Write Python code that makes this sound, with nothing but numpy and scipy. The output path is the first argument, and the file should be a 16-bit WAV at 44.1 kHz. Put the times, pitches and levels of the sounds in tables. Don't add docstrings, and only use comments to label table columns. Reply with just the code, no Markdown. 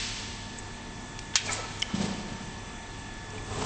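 import sys
import numpy as np
from scipy import signal
from scipy.io import wavfile
from scipy.ndimage import uniform_filter1d

SR = 44100
rng = np.random.default_rng(int(sys.argv[2]) if len(sys.argv) > 2 else 0)


def unload_audio(sound):
    columns = np.transpose(np.atleast_2d(sound))
    steps = np.round(np.clip(columns, -1, 1) * 32767)
    wavfile.write(sys.argv[1], SR, steps.astype(np.int16))


N = 160965


def amp(db):
    return 10 ** (np.asarray(db) / 20)


def rms_one(x):
    return x / np.sqrt(np.mean(x ** 2) + 1e-20)


def seconds():
    return np.arange(N) / SR


def curve(rows, column):
    rows = np.array(rows)
    return amp(np.interp(seconds(), rows[:, 0], rows[:, column], left=-200, right=-200))


def drift(rate_hz):
    pole = np.exp(-2 * np.pi * rate_hz * 40 / SR)
    noise = rng.standard_normal(N // 40 + 2002)
    slow = signal.lfilter([1], [1, -2 * pole, pole * pole], noise)[2000:]
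    slow = rms_one(slow - slow.mean())
    return np.interp(np.arange(N) / 40, np.arange(len(slow)), slow)


def ring(drive, f_hz, t60_s):
    radius = amp(-60 / (t60_s * SR))
    w = 2 * np.pi * f_hz / SR
    return signal.lfilter([0, np.sin(w)], [1, -2 * radius * np.cos(w), radius ** 2], drive + 1e-18)


def modes(drive, table):
    return sum(amp(db) * rms_one(ring(drive, f_hz, t60_s)) for f_hz, db, t60_s in table)


def burst(start_s, attack_s, t60_s):
    t = seconds() - start_s
    fall_db = -60 * np.clip(t - attack_s, 0, None) / t60_s
    return np.clip(t / attack_s, 0, 1) * amp(fall_db)


def filtered(x, order, f_hz, kind):
    return signal.sosfilt(signal.butter(order, f_hz, kind, fs=SR, output="sos"), x)


def coloured(spectrum, patchy_db=0.0):
    f_hz, level_db = np.transpose(spectrum)
    edges_hz = f_hz[0] * 2 ** np.arange(0, np.log2(9000 / f_hz[0]) + .3, 1 / 3)
    white = rng.standard_normal((2, N + 8192))
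    out = 0
    for k, (low, high) in enumerate(zip(edges_hz, edges_hz[1:])):
        band = filtered(white[k % 2], 2, [low, high], "band")[8192:]
        flicker_db = patchy_db * drift(5.8) if patchy_db else 0
        band_db = np.interp(np.log(low * high) / 2, np.log(f_hz), level_db)
        out = out + band * amp(band_db + flicker_db)
    return rms_one(out)


SHAFT_HZ = 47.9
# multiple of SHAFT_HZ [1], mean rms level/dB
WHINE_LINES = [(5, -60), (8, -60.5), (15, -60.5), (16, -63), (18, -61.5), (19, -54), (24, -63), (36, -54),
               (37, -58.5), (39, -64.5), (71, -73), (72, -59), (73, -67), (126, -63)]
WHINE_WAVER_DB, WHINE_FLUTTER_DB_PER_KHZ = 1.0, 0.5
# mean f/Hz, rms wander/Hz, mean rms level/dB
HUM_LINES = [(26.4, 2.3, -56), (42, 1.3, -53.5), (101.1, 1.87, -49), (204.4, 5, -56.5), (241, 2.3, -55.5),
             (445, 3.73, -62.5)]
HUM_WAVER_DB = 2.5


def motor():
    out = 0
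    for multiple, db in WHINE_LINES:
        f_hz = multiple * SHAFT_HZ
        flutter_db = WHINE_FLUTTER_DB_PER_KHZ * f_hz / 1e3 * drift(32)
        level_db = db + WHINE_WAVER_DB * drift(2.2) + flutter_db
        turns = f_hz * seconds() + rng.random()
        out = out + np.sqrt(2) * amp(level_db) * np.sin(2 * np.pi * turns)
    for f_hz, wander_hz, db in HUM_LINES:
        turns = np.cumsum(f_hz + wander_hz * drift(3.8)) / SR + rng.random()
        level_db = db + HUM_WAVER_DB * drift(4.5)
        out = out + np.sqrt(2) * amp(level_db) * np.sin(2 * np.pi * turns)
    return out


CLACK_S, CLACK_ATTACK_S = 1.3543, 0.0025
CRASH_DB, CRASH_T60_S = -12.5, 0.057
CLATTER_DB, CLATTER_ATTACK_S, CLATTER_T60_S = -22, 0.012, 0.18
STEEL_DB, BLOW_T60_S = -22, 0.0078
# f/Hz, relative level/(dB per Hz)
CRASH_SPECTRUM = [(900, -28), (1300, -10.5), (1750, -8), (2650, -12.5), (3190, -13), (4200, 0.5),
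                  (5170, -5), (6090, -3), (7200, -6), (9500, -25)]
# f/Hz, relative level/(dB per Hz)
CLATTER_SPECTRUM = [(900, -39), (1500, -8.5), (2300, 0), (3200, -1.5), (4500, -6), (6500, -9), (9500, -16)]
# f/Hz, relative level/dB, t60/s
STEEL_MODES = [(1100, -12, 0.092), (1630, -11.5, 0.14), (2190, -7, 0.094), (3197, -1, 0.12),
               (3410, -9, .07), (3740, -8, 0.18), (4350, -13, .05), (5170, 0, 0.093), (6000, 4.5, 0.044),
               (6120, -3.5, 0.051), (6540, -6.5, 0.12)]


def clack():
    crash = coloured(CRASH_SPECTRUM) * burst(CLACK_S, CLACK_ATTACK_S, CRASH_T60_S)
    clatter = coloured(CLATTER_SPECTRUM) * burst(CLACK_S, CLATTER_ATTACK_S, CLATTER_T60_S)
    noise = amp(CRASH_DB) * crash + amp(CLATTER_DB) * clatter
    blow = rng.standard_normal(N) * burst(CLACK_S, CLACK_ATTACK_S, BLOW_T60_S)
    blow /= np.sqrt(np.sum(blow ** 2))
    steel = sum(amp(STEEL_DB + db) * ring(blow, f_hz, t60_s) for f_hz, db, t60_s in STEEL_MODES)
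    return filtered(noise, 4, 1150, "high") + steel


# t/s, body level/dB, hiss level/dB
SCRAPE_LEVELS = [(1.42, -64.5, -49.5), (1.445, -63, -42), (1.465, -41.5, -31), (1.485, -44, -38),
                 (1.497, -33, -38), (1.525, -36, -28.5), (1.55, -40, -33), (1.59, -41.5, -38),
                 (1.62, -42.5, -44.5), (1.65, -43.5, -50), (1.68, -58, -50.5), (1.78, -54, -52)]
# f/Hz, relative level/dB, t60/s
CHUTE_MODES = [(457, -2, 0.033), (730, -3, 0.023), (994, -4, 0.014), (1715, -6.5, 0.026), (1990, -6, .02),
               (2250, 1, 0.023)]
GRAINS_PER_S, GRIT_DB = 2500, 0.5


def scrape():
    hits = rng.random(N) < GRAINS_PER_S / SR
    size_db = 3.8 * np.minimum(rng.exponential(1, N), 3)
    grains = hits * amp(size_db) * rng.choice([-1, 1], N)
    rings = modes(grains, CHUTE_MODES)
    grit = filtered(grains, 2, [330, 1600], "band")
    hiss = filtered(rng.standard_normal(N), 2, 2500, "high")
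    body = rms_one(rms_one(rings) + amp(GRIT_DB) * rms_one(grit))
    return curve(SCRAPE_LEVELS, 1) * body + curve(SCRAPE_LEVELS, 2) * rms_one(hiss)


# t/s, level/dB, f/Hz, half-bandwidth/f [1] (clipped to 0.01-0.8), attack/s, t60/s
TICK_EVENTS = [(0.577, -35, 7600, .1, .002, .03), (.585, -28, 7770, 0.12, .002, 0.044),
               (1.190, -22, 5860, .7, 0.0012, .015), (1.336, -32, 2420, 0.41, 0.0034, 0.083),
               (1.489, -29.5, 1720, 0.027, 0.003, 0.075), (1.490, -28, 2180, .04, .004, 0.05),
               (1.456, -34.5, 5000, 0.39, .004, .05), (1.478, -30.5, 2350, .05, .004, .08),
               (1.488, -33.5, 1315, 0.0075, .008, .25), (1.572, -37, 1305, 0.011, 0.0098, .25),
               (1.628, -41.5, 1318, 0.012, 0.0056, .2), (1.575, -34, 477, 0.14, 0.013, .1),
               (1.882, -43, 1320, 0.011, 0.0089, .3), (1.885, -37, 750, 0.68, .02, .2),
               (1.952, -39, 4480, 0.85, .004, .06), (2.016, -32, 5000, 0.5, .005, .08),
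               (1.519, -22.5, 7040, 0.064, .003, .05), (1.528, -21.5, 7500, 0.09, 0.0035, 0.027),
               (1.7954, -31.5, 7330, 0.2, 0.00077, 0.06), (1.8200, -19.5, 3300, 0.036, 0.001, 0.011),
               (1.8197, -19.5, 5720, 0.25, 0.00091, 0.025), (1.8240, -14, 3050, 0.016, 0.0021, 0.014),
               (1.8250, -17, 5200, .05, .001, 0.005), (1.8250, -19, 2180, 0.028, 0.00053, .018),
               (1.825, -27, 7000, .1, 0.00083, 0.0081), (3.303, -33, 6600, 0.16, .001, 0.022),
               (3.355, -42, 2910, .05, .003, .04), (3.375, -36, 2386, 0.062, 0.0074, 0.037),
               (3.610, -32, 988, 0.15, .012, .12)]


def ticks():
    out, white = 0, rng.standard_normal(N)
    for start_s, db, f_hz, width, attack_s, t60_s in TICK_EVENTS:
        width = np.clip(width, .01, .8)
        band = filtered(white, 2, [f_hz * (1 - width), f_hz * (1 + width)], "band")
        noisy = min(1, 6 * width)
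        sine = np.sin(2 * np.pi * f_hz * (seconds() - start_s))
        tone = (1 - noisy) * sine + noisy * rms_one(band) / 2
        out = out + amp(db) * burst(start_s, attack_s, t60_s) * tone
    return out


# t/s, drive level/dB
KNOCK_EVENTS = [(1.941, -22.5), (1.979, -26.5), (2.004, -22), (2.039, -24), (2.079, -29.5), (2.11, -29.5),
                (2.149, -33.5), (2.181, -33), (2.205, -36), (2.259, -41), (2.276, -32.5), (2.319, -35),
                (2.348, -45), (2.384, -38.5), (2.411, -40), (2.479, -37)]
KNOCK_HZ, KNOCK_T60_S = 193, 0.017
KNOCK_LEAD_S = 0.00705
# f/Hz, relative level/dB, t60/s
PANEL_MODES = [(87, -11, 0.13), (133.4, -13, 0.21), (183.3, 5, 0.054), (209, 6, 0.053),
               (286.5, -4.5, 0.078), (367, -4, 0.055), (446, -6, 0.067), (597, -5, 0.062)]
# f/Hz, relative level/(dB per Hz)
RATTLE_SPECTRUM = [(250, 1.5), (400, -1), (800, -3.5), (1200, -11), (2000, -13), (4000, -10), (9500, -17.5)]
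RATTLE_DB, RATTLE_ATTACK_S, RATTLE_T60_S = -12.5, 0.014, 0.18


def panel():
    clicks, shake = np.zeros(N), 0
    for start_s, db in KNOCK_EVENTS:
        clicks[int((start_s - KNOCK_LEAD_S) * SR)] = amp(db)
        shake = shake + amp(db) * burst(start_s, RATTLE_ATTACK_S, RATTLE_T60_S)
    push = ring(clicks, KNOCK_HZ, KNOCK_T60_S) * 2 * np.pi * KNOCK_HZ / SR
    boom = 0
    for k, (f_hz, db, t60_s) in enumerate(PANEL_MODES):
        boom = boom + (-1) ** k * amp(db) * ring(push, f_hz, t60_s)
    return boom + amp(RATTLE_DB) * shake * coloured(RATTLE_SPECTRUM)


# t/s, level/dB
SLIDE_LEVELS = [(3.26, -55), (3.34, -43.5), (3.46, -45.5), (3.52, -36), (3.59, -31.5), (3.607, -32),
                (3.622, -27), (3.635, -32.5), (3.65, -27)]
# f/Hz, relative level/(dB per Hz)
SLIDE_SPECTRUM = [(25, -16), (60, -3), (100, -1), (160, -5.5), (300, -8.5), (600, -13.5), (900, -11.5),
                  (1400, -17), (2000, -22.5), (3500, -22), (5500, -26), (9500, -22.5)]
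# f/Hz, relative level/dB, t60/s
FRAME_MODES = [(276, -10, 0.079), (430, -6.5, 0.13), (773, -11.5, 0.09), (1048, -11, 0.14)]


def slide():
    rolling = coloured(SLIDE_SPECTRUM, patchy_db=0.5)
    bumps = rng.standard_normal(N) * amp(1.2 * drift(25))
    return curve(SLIDE_LEVELS, 1) * rms_one(rolling + modes(bumps, FRAME_MODES))


# f/Hz, relative level/(dB per Hz)
AIR_SPECTRUM = [(800, -23), (1300, -10.5), (2000, -5), (2800, -2), (4400, -2), (6000, -5), (9500, -13)]
AIR_START_DB, AIR_T60_S = -32.5, 1.8


def air_gun():
    level_db = AIR_START_DB - 60 * seconds() / AIR_T60_S
    return amp(level_db) * coloured(AIR_SPECTRUM, patchy_db=0.16)


# f/Hz, relative level/(dB per Hz)
ROAR_SPECTRUM = [(18, -14.5), (28, 3), (50, -5), (70, -4), (100, -6.5), (140, -4), (220, -10), (330, -10),
                 (450, -15.5), (600, -16), (850, -15), (1300, -17.5), (1600, -22.5), (2100, -18),
                 (3200, -22), (4500, -24), (5800, -26), (7500, -24.5), (9500, -24.5)]
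ROAR_DB, ROAR_PATCHY_DB = -42.5, 1.3


def roar():
    return amp(ROAR_DB) * coloured(ROAR_SPECTRUM, ROAR_PATCHY_DB)


HALL_DB, HALL_T60_S, HALL_BAND_HZ = -10.5, 2.9, [260, 5200]


def hall(x):
    tail = rng.standard_normal(N) * burst(0.0025, 0.013, HALL_T60_S)
    tail = filtered(tail, 1, HALL_BAND_HZ, "band")
    return amp(HALL_DB) * signal.fftconvolve(x, tail / np.sqrt(np.sum(tail ** 2)))[:N]


CLOSE_SEND_DB = -6


def scene():
    close = clack() + ticks()
    farther = scrape() + panel()
    tail = hall(farther + amp(CLOSE_SEND_DB) * close)
    return (motor() + close + farther + tail + slide() + air_gun() + roar())[None]


LIMIT_DB, LIMIT_SHARE, RECOVER_DB_PER_S = -20.5, 0.95, 91
CUTOFF_HZ = 8300


def record(dry):
    level_db = 10 * np.log10(uniform_filter1d(dry[0] ** 2, size=220) + 1e-12)
    slope_db = RECOVER_DB_PER_S * seconds()
    held_db = np.maximum.accumulate(level_db + slope_db) - slope_db
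    over_db = np.clip(held_db - LIMIT_DB, 0, None)
    duck_db = signal.lfilter([.002], [1, -.998], LIMIT_SHARE * over_db)
    low_pass = signal.ellip(12, .5, 70, CUTOFF_HZ, fs=SR, output="sos")
    return signal.sosfilt(low_pass, dry * amp(-duck_db))


dry = scene()
out = record(dry)
unload_audio(out)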